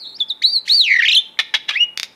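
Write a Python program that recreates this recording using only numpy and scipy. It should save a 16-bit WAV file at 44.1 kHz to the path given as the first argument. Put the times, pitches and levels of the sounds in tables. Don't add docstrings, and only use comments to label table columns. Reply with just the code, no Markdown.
import sys
import numpy as np
from scipy import signal
from scipy.io import wavfile
from scipy.ndimage import uniform_filter1d, minimum_filter1d

SR = 44100
rng = np.random.default_rng(int(sys.argv[2]) if len(sys.argv) > 2 else 0)


def field_ratio(decibels):
    return 10 ** (np.asarray(decibels, dtype=float) / 20)


def dump_mix(stems):
    frames = np.atleast_2d(stems).T
    limited = np.clip(frames, -1, 1)
    pcm = np.round(limited * 32767).astype(np.int16)
    wavfile.write(sys.argv[1], SR, pcm)


N = 94815

# time_s, pitch_hz, level_db, second_partial_db
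TWITTER = [
    (0, 4640, -42, -68),
    (.058, 3735, -31.5, -65),
    (.07, 4037, -33, -66.5),
    (.138, 3930, -42, -64),
    (.172, 5405, -30.5, -83.5),
]
CHIP_A = [
    (0.185, 5370, -45.5, -73),
    (0.199, 4370, -37.5, -61),
    (.206, 3550, -12, -50),
    (0.228, 3394, -20.5, -64.5),
    (0.237, 3408, -28.5, -57),
]
CHIP_B = [
    (.285, 5230, -39, -68.5),
    (.296, 4400, -40.5, -64),
    (.305, 3773, -10, -47),
    (0.322, 3482, -26, -70),
]
ARCH = [
    (0.43, 2840, -32.5, -34),
    (0.439, 3900, -11.5, -43),
    (.45, 3950, -1.5, -37.5),
    (0.466, 4370, -13.5, -46.5),
    (0.502, 4645, -22.5, -47.5),
    (0.518, 4788, -24, -47.5),
    (0.545, 4514, -18.5, -50.5),
    (0.566, 4210, -15, -46),
    (.589, 3935, -22, -54.5),
]
SWOOP = [
    (0.687, 3100, -39, -59),
    (.699, 3780, -10.5, -45),
    (.722, 4300, -12.5, -39),
    (.742, 4590, -13.5, -46),
    (.762, 4640, -17, -44),
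    (0.791, 4350, -12, -43),
    (0.815, 3820, -6.5, -42),
    (0.829, 3500, -18, -48.5),
    (.85, 2930, -19, -36.5),
]
TROUGH = [(.872, 2560, -18, -39), (.895, 2220, -12, -36), (.925, 2070, -10, -34), (.966, 1980, -8, -33),
          (.98, 1860, -15, -35)]
TRILL = [(.994, 1950, -4, -27), (1.03, 2080, -10, -33), (1.06, 2560, -12, -34), (1.09, 2980, -12, -35),
         (1.12, 3290, -12, -35), (1.15, 3440, -10, -35), (1.17, 3330, -8, -35), (1.192, 3330, -9, -42)]
RISE = [
    (1.706, 1080, -16, -21),
    (1.726, 1500, -38, -30),
    (1.75, 1780, -32, -28),
    (1.761, 2030, -13, -43),
    (1.779, 2610, -21, -42),
    (1.79, 2570, -23, -42),
    (1.799, 2800, -15, -42),
    (1.83, 2892, -10, -42),
    (1.846, 2860, -22, -54),
]
NOTES = [TWITTER, CHIP_A, CHIP_B, ARCH, SWOOP + TROUGH + TRILL, RISE]
ATTACK_S, RELEASE_S = .003, .004
THIRD_DB, FOURTH_DB, RISE_UPPER_DB = -6, -17, -17
TROUGH_PARTIALS_DB = 6

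# time_s, rate_hz, swing_hz
FLUTTER = [(.13, 125, 280), (.155, 125, 15), (.83, 125, 25), (.86, 125, 210), (.92, 120, 200),
           (.96, 75, 130), (1.0, 70, 10)]
FLUTTER_DB_PER_KHZ, WAVER_DB, WAVER_HZ = -2, 2, 23.2
RASP_DB, RASP_HZ, BREATH_DB = -27, 5000, -44
# time_s, level_db
RASP = [(0, -10), (.14, -5), (.2, -11), (.6, -18.5), (.69, 2.5), (.83, -15), (.92, -1), (1.0, 7.5),
        (1.14, 7), (1.19, -17), (1.72, 18.5), (1.8, -15)]
# time_s, level_db
BREATH = [(.4, -13.5), (.6, -7.5), (.69, 16.5), (.76, 20), (.83, 8.5), (.92, 1), (1.0, 0.5), (1.14, -8),
          (1.19, -12), (1.72, 2), (1.8, -2.5)]
# centre_s, length_s, depth_db
BREAKS = [(.933, .004, -18), (.95, .005, -16), (.9585, .004, -16), (.983, .007, -16), (1.012, .017, -32),
          (1.029, .005, -7), (1.043, .01, -9), (1.057, .006, -8), (1.104, .014, -5), (1.138, .01, -5)]
# pitch_hz, level_db
UPPER_TRACT = [
    (4500, -13.5),
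    (5600, -3.5),
    (9000, -20),
    (12500, 3.5),
]
WINDPIPE_HZ = 1680

# crest_s, crest_hz, following_trough_hz
TRILL_TURNS = [(.995, 1960, 1380), (1.0275, 2420, 1750), (1.0575, 3300, 2140), (1.0885, 3800, 2450),
               (1.12, 4150, 2700), (1.152, 4150, 3070), (1.185, 3600, 3250), (1.215, 3600, 3250)]
TRILL_FALL_SHARE, TRILL_LEAP = .52, 2.0

# start_s, level_db
BLIPS = [
    (0.418, -18.5),
    (0.676, -18.5),
]
BLIP_S, BLIP_FROM_HZ, BLIP_TO_HZ, BLIP_SECOND_DB = 0.012, 1677, 2597, -2.5

# start_s, attack_s, hold_s, level_db, brightness_db
CHUCKS = [
    (1.388, 0.0025, 0.0077, -7.5, -1.5),
    (1.539, 0.0015, 0.012, -8.5, -3.5),
    (1.675, 0.021, 0.01, -19.5, -6),
    (1.695, 0.0074, 0.06, -32.5, -5),
]
CHUCK_RATE_HZ, CHUCK_SCATTER_DB, CHUCK_FALL_DB_S, CHUCK_AIR_DB = 3400, 1.5, 1504, -22.5
FIRST_SLAP_DB, FIRST_SLAP_S = 4, .003
# pitch_hz, width_hz, level_db
THROAT = [(1813, 60, -1), (2190, 172, -1), (3020, 160, -2), (3449, 130, 1), (3960, 80, 0), (5040, 536, -15)]
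# pitch_hz, width_hz, level_db
CROP = [(654, 54, -33.5), (854, 204, -26), (1217, 334, -17), (1500, 166, -14)]
THROAT_STRETCH = [1.004, 0.971, 0.962, .93]

# start_s, level_db
SNAPS = [
    (1.9753, -1),
    (1.9984, 0),
    (2.0315, 2.5),
]
# pitch_hz, width_hz, level_db
BILL = [(2306, 440, -3.5), (3695, 165, 2.5), (5030, 620, -4), (7130, 530, -16), (8500, 150, -48.5),
        (9440, 148, -28), (11700, 220, -28.5)]
SNAP_DB, SNAP_EDGE_DB, TOUCH_DB, TOUCH_LEAD_S = -2.5, -5, -24, .0015

# start_s, length_s, level_db, centre_hz, width_hz
PUFFS = [(0.18, 0.017, -47, 2440, 2280), (0.42, 0.0058, -38, 4340, 5960), (0.649, 0.068, -36, 3190, 2330),
         (0.654, 0.042, -50, 8000, 8700), (1.151, 0.0027, -26.5, 11000, 2930),
         (1.173, 0.002, -19, 9800, 1500), (1.1774, 0.003, -34.5, 10170, 1500),
         (.676, 0.025, -29.5, 4480, 3930), (1.372, 0.0045, -39.5, 2030, 482),
         (1.395, 0.0006, -29.5, 8900, 12100)]
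# start_s, level_db
POPS = [
    (1.394, -39),
    (1.975, -43),
    (1.996, -45),
    (2.03, -48),
]
POP_S = .004

# delay_s, level_db
ECHOES = [(.0007, -13), (.0024, -17), (.0054, -17), (.0118, -22), (.0205, -29)]
NEAR_DB, NEAR_T60_S = -14, 0.079
FAR_DB, FAR_T60_S, FAR_LOW_HZ, FAR_TOP_HZ = -18.5, 0.45, 1850, 5470

# pitch_hz, level_db
HUM = [(30, -5.5), (70, -21.5), (200, -5), (500, -7.5), (1100, -12), (2600, -16.5), (4300, -35.5),
       (14000, -27)]
HUM_DB, HUM_LINE_HZ, HUM_LINE_DB = -54.5, 876.5, -59
RUMBLE_HZ, RUMBLE_DB = 50, -77
MIC_LOW_HZ, MIC_TOP_HZ, TOP_HZ, CEILING = 40, 11900, 15900, 0.7


def unit(x):
    return x / np.sqrt(np.mean(x ** 2) + 1e-18)


def ring(x, hz, width):
    return signal.lfilter(*signal.iirpeak(hz, hz / max(width, 30.), fs=SR), x)


def noise():
    return rng.standard_normal(N)


def walk(rate):
    k = int(SR / rate)
    return unit(uniform_filter1d(uniform_filter1d(noise(), k), k))


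def curve(table, t, axis=1):
    rows = np.array(table, float)
    return np.interp(t, rows[:, 0], rows[:, axis])


def whistles(t):
    rows = sorted(sum((list(note) for note in NOTES), []))
    gate = 0
    for note in NOTES:
        start, end = note[0][0], note[-1][0]
        gate = gate + np.interp(t, [start - ATTACK_S, start, end, end + RELEASE_S], [0, 1, 1, 0]) ** 2

    flutter_rate = curve(FLUTTER, t) * (1 + 0.043 * walk(49))
    swing = curve(FLUTTER, t, axis=2) * field_ratio(1.7 * walk(130))
    flutter = swing * np.sin(2 * np.pi * np.cumsum(flutter_rate) / SR)
    trill_hz, height = trill(t)
    trilling = (t > TRILL_TURNS[0][0]) & (t < TRILL_TURNS[-1][0])
    glide_hz = uniform_filter1d(curve(rows, t), size=260)
    hz = np.where(trilling, trill_hz, glide_hz) + flutter + WAVER_HZ * walk(150)
    phase = 2 * np.pi * np.cumsum(hz) / SR

    break_db = sum(db * np.exp(-(2 * (t - s) / span) ** 2) for s, span, db in BREAKS)
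    first = field_ratio(curve(rows, t, axis=2) + break_db)
    second_db = curve(rows, t, axis=3) + 0.56 * walk(160)
    second = field_ratio(second_db - TROUGH_PARTIALS_DB * height * trilling)
    rise_db = RISE_UPPER_DB * (t > RISE[0][0] - ATTACK_S)

    def upper_gain(k):
        return np.clip((TOP_HZ - k * hz) / 2000, 0, 1) * field_ratio(curve(UPPER_TRACT, k * hz) + rise_db)

    rasp = field_ratio(RASP_DB + curve(RASP, t)) * walk(RASP_HZ)
    partials = np.sin(2 * phase)
    partials = partials + field_ratio(THIRD_DB) * upper_gain(3.07) * np.sin(3 * phase)
    partials = partials + field_ratio(FOURTH_DB) * upper_gain(4) * np.sin(4 * phase)
    tone = first * (1 + rasp) * np.sin(phase) + second * partials
    breath = field_ratio(BREATH_DB + curve(BREATH, t)) * first * unit(ring(noise(), 3600, 5500))
    waver = field_ratio(WAVER_DB * walk(110) + FLUTTER_DB_PER_KHZ * flutter / 1000)
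    voice = gate * waver * (np.sqrt(2) * tone + breath)
    return signal.sosfilt(signal.butter(6, WINDPIPE_HZ, "high", fs=SR, output="sos"), voice)


def trill(t):
    s, crest, trough = np.array(TRILL_TURNS).T
    turn = np.interp(t, s, np.arange(len(s)))
    k = np.minimum(turn.astype(int), len(s) - 2)
    u = turn - k
    fall = np.clip(u / TRILL_FALL_SHARE, 0, 1)
    leap = np.clip((u - TRILL_FALL_SHARE) / (1 - TRILL_FALL_SHARE), 0, 1) ** TRILL_LEAP
    down = .5 + .5 * np.cos(np.pi * fall)
    up = .5 - .5 * np.cos(np.pi * leap)
    hz = trough[k] + (crest[k] - trough[k]) * down + (crest[k + 1] - trough[k]) * up
    return hz, 2 * (down + up) - 1


def blips(t):
    out = 0
    for s, db in BLIPS:
        u = np.clip((t - s) / BLIP_S, 0, 1)
        phase = 2 * np.pi * BLIP_S * (BLIP_FROM_HZ * u + (BLIP_TO_HZ - BLIP_FROM_HZ) * u ** 2 / 2)
        octave = np.sin(2 * phase) + 0.064 * np.sin(3 * phase)
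        out = out + field_ratio(db) * np.sin(np.pi * u ** 1.12) * (np.sin(phase) + field_ratio(BLIP_SECOND_DB) * octave)
    return out


def chucks(t):
    out = 0
    for (s, attack, hold, db, air_db), stretch in zip(CHUCKS, THROAT_STRETCH):
        struck = rng.random(N) < CHUCK_RATE_HZ / SR
        slaps = struck * noise() * field_ratio(CHUCK_SCATTER_DB * walk(450))
        low = 0
        for hz, width, gain_db in list(THROAT) + list(CROP):
            once = ring(slaps, hz * stretch, 3.35 * width)
            low = low + field_ratio(gain_db) * ring(once, hz * stretch, 2.0 * width)
        air = unit(ring(slaps + 0.09 * noise(), 7500, 6200))
        after = np.clip(t - s - attack, 0, 1)
        punch_db = FIRST_SLAP_DB * np.exp(-after / FIRST_SLAP_S)
        fall_db = CHUCK_FALL_DB_S * np.clip(after - hold, 0, 1)
        shape = np.clip((t - s) / attack, 0, 1) ** 2 * field_ratio(punch_db - fall_db)
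        out = out + field_ratio(db) * shape * (unit(low) + field_ratio(CHUCK_AIR_DB + air_db) * air)
    return out


def snaps():
    kick = np.eye(1, 900)[0]
    out = np.zeros(N)
    for s, db in SNAPS:
        detune = 1 + 0.054 * rng.standard_normal()
        body = 0
        for k, (hz, width, gain_db) in enumerate(BILL):
            body = body + (-1) ** k * field_ratio(gain_db) * ring(kick, hz * detune, width)
        body = body / abs(body).max() + field_ratio(SNAP_EDGE_DB) * ring(kick, 4200, 16000)
        i = int(s * SR)
        touch = i - int(TOUCH_LEAD_S * SR)
        out[i:i + 900] += field_ratio(db + SNAP_DB) * body
        out[touch:touch + 900] += field_ratio(db + TOUCH_DB) * body
    return out


def puffs(t):
    out = 0
    for s, span, db, hz, width in PUFFS:
        swell = np.sin(np.pi * np.clip((t - s) / span, 0, 1))
        out = out + field_ratio(db) * swell * unit(ring(ring(noise(), hz, width), hz, width))
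    return out


def pops(t):
    return sum(field_ratio(db) * np.sin(np.pi * np.clip((t - s) / POP_S, 0, 1)) ** 2 for s, db in POPS)


def shelter(x):
    t = np.arange(int(.6 * SR)) / SR

    def tail(t60):
        echoes = rng.standard_normal(len(t)) * field_ratio(-60 * t / t60) * np.clip(t / 0.011, 0, 1)
        return unit(echoes) / np.sqrt(len(t))

    far = signal.lfilter(*signal.butter(1, [FAR_LOW_HZ, FAR_TOP_HZ], "band", fs=SR), tail(FAR_T60_S))
    reply = field_ratio(NEAR_DB) * tail(NEAR_T60_S) + field_ratio(FAR_DB) * far
    reply[0] += 1
    for s, db in ECHOES:
        reply[int(s * SR)] += field_ratio(db)
    return signal.fftconvolve(x, reply)[:N]


def hum(t):
    rows, wash = np.array(HUM), 0
    for hz in 35 * 2 ** np.arange(0, 9, .5):
        db = np.interp(np.log(hz), np.log(rows[:, 0]), rows[:, 1])
        db = db + 10 * np.log10(hz) + 0.5 * walk(24)
        wash = wash + field_ratio(db) * unit(ring(ring(noise(), hz, hz / 2), hz, hz / 2))
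    machine = field_ratio(2.1 * walk(18)) * np.sin(2 * np.pi * HUM_LINE_HZ * t + walk(12))
    return field_ratio(HUM_DB) * unit(wash) + field_ratio(HUM_LINE_DB) * machine


def rumble():
    return field_ratio(RUMBLE_DB + 2.9 * walk(8.3)) * unit(ring(noise(), RUMBLE_HZ, 85))


def scene():
    t = np.arange(N) / SR
    bird = whistles(t) + blips(t) + chucks(t) + snaps() + puffs(t)
    return (shelter(bird) + pops(t) + hum(t) + rumble())[None]


def roll_off(x):
    return signal.sosfilt(signal.butter(12, 16510, fs=SR, output="sos"), x)


def record(dry):
    mic = signal.lfilter(*signal.butter(2, [MIC_LOW_HZ, MIC_TOP_HZ], "band", fs=SR), dry)
    peak = -minimum_filter1d(-abs(mic), size=221, axis=1)
    gain = uniform_filter1d(np.minimum(1, CEILING / (peak + 1e-9)), size=111, axis=1)
    cut = signal.sosfilt(signal.ellip(8, .2, 70, TOP_HZ, fs=SR, output="sos"), mic * gain)
    return roll_off(cut)


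dry = scene()
out = record(dry)
dump_mix(out)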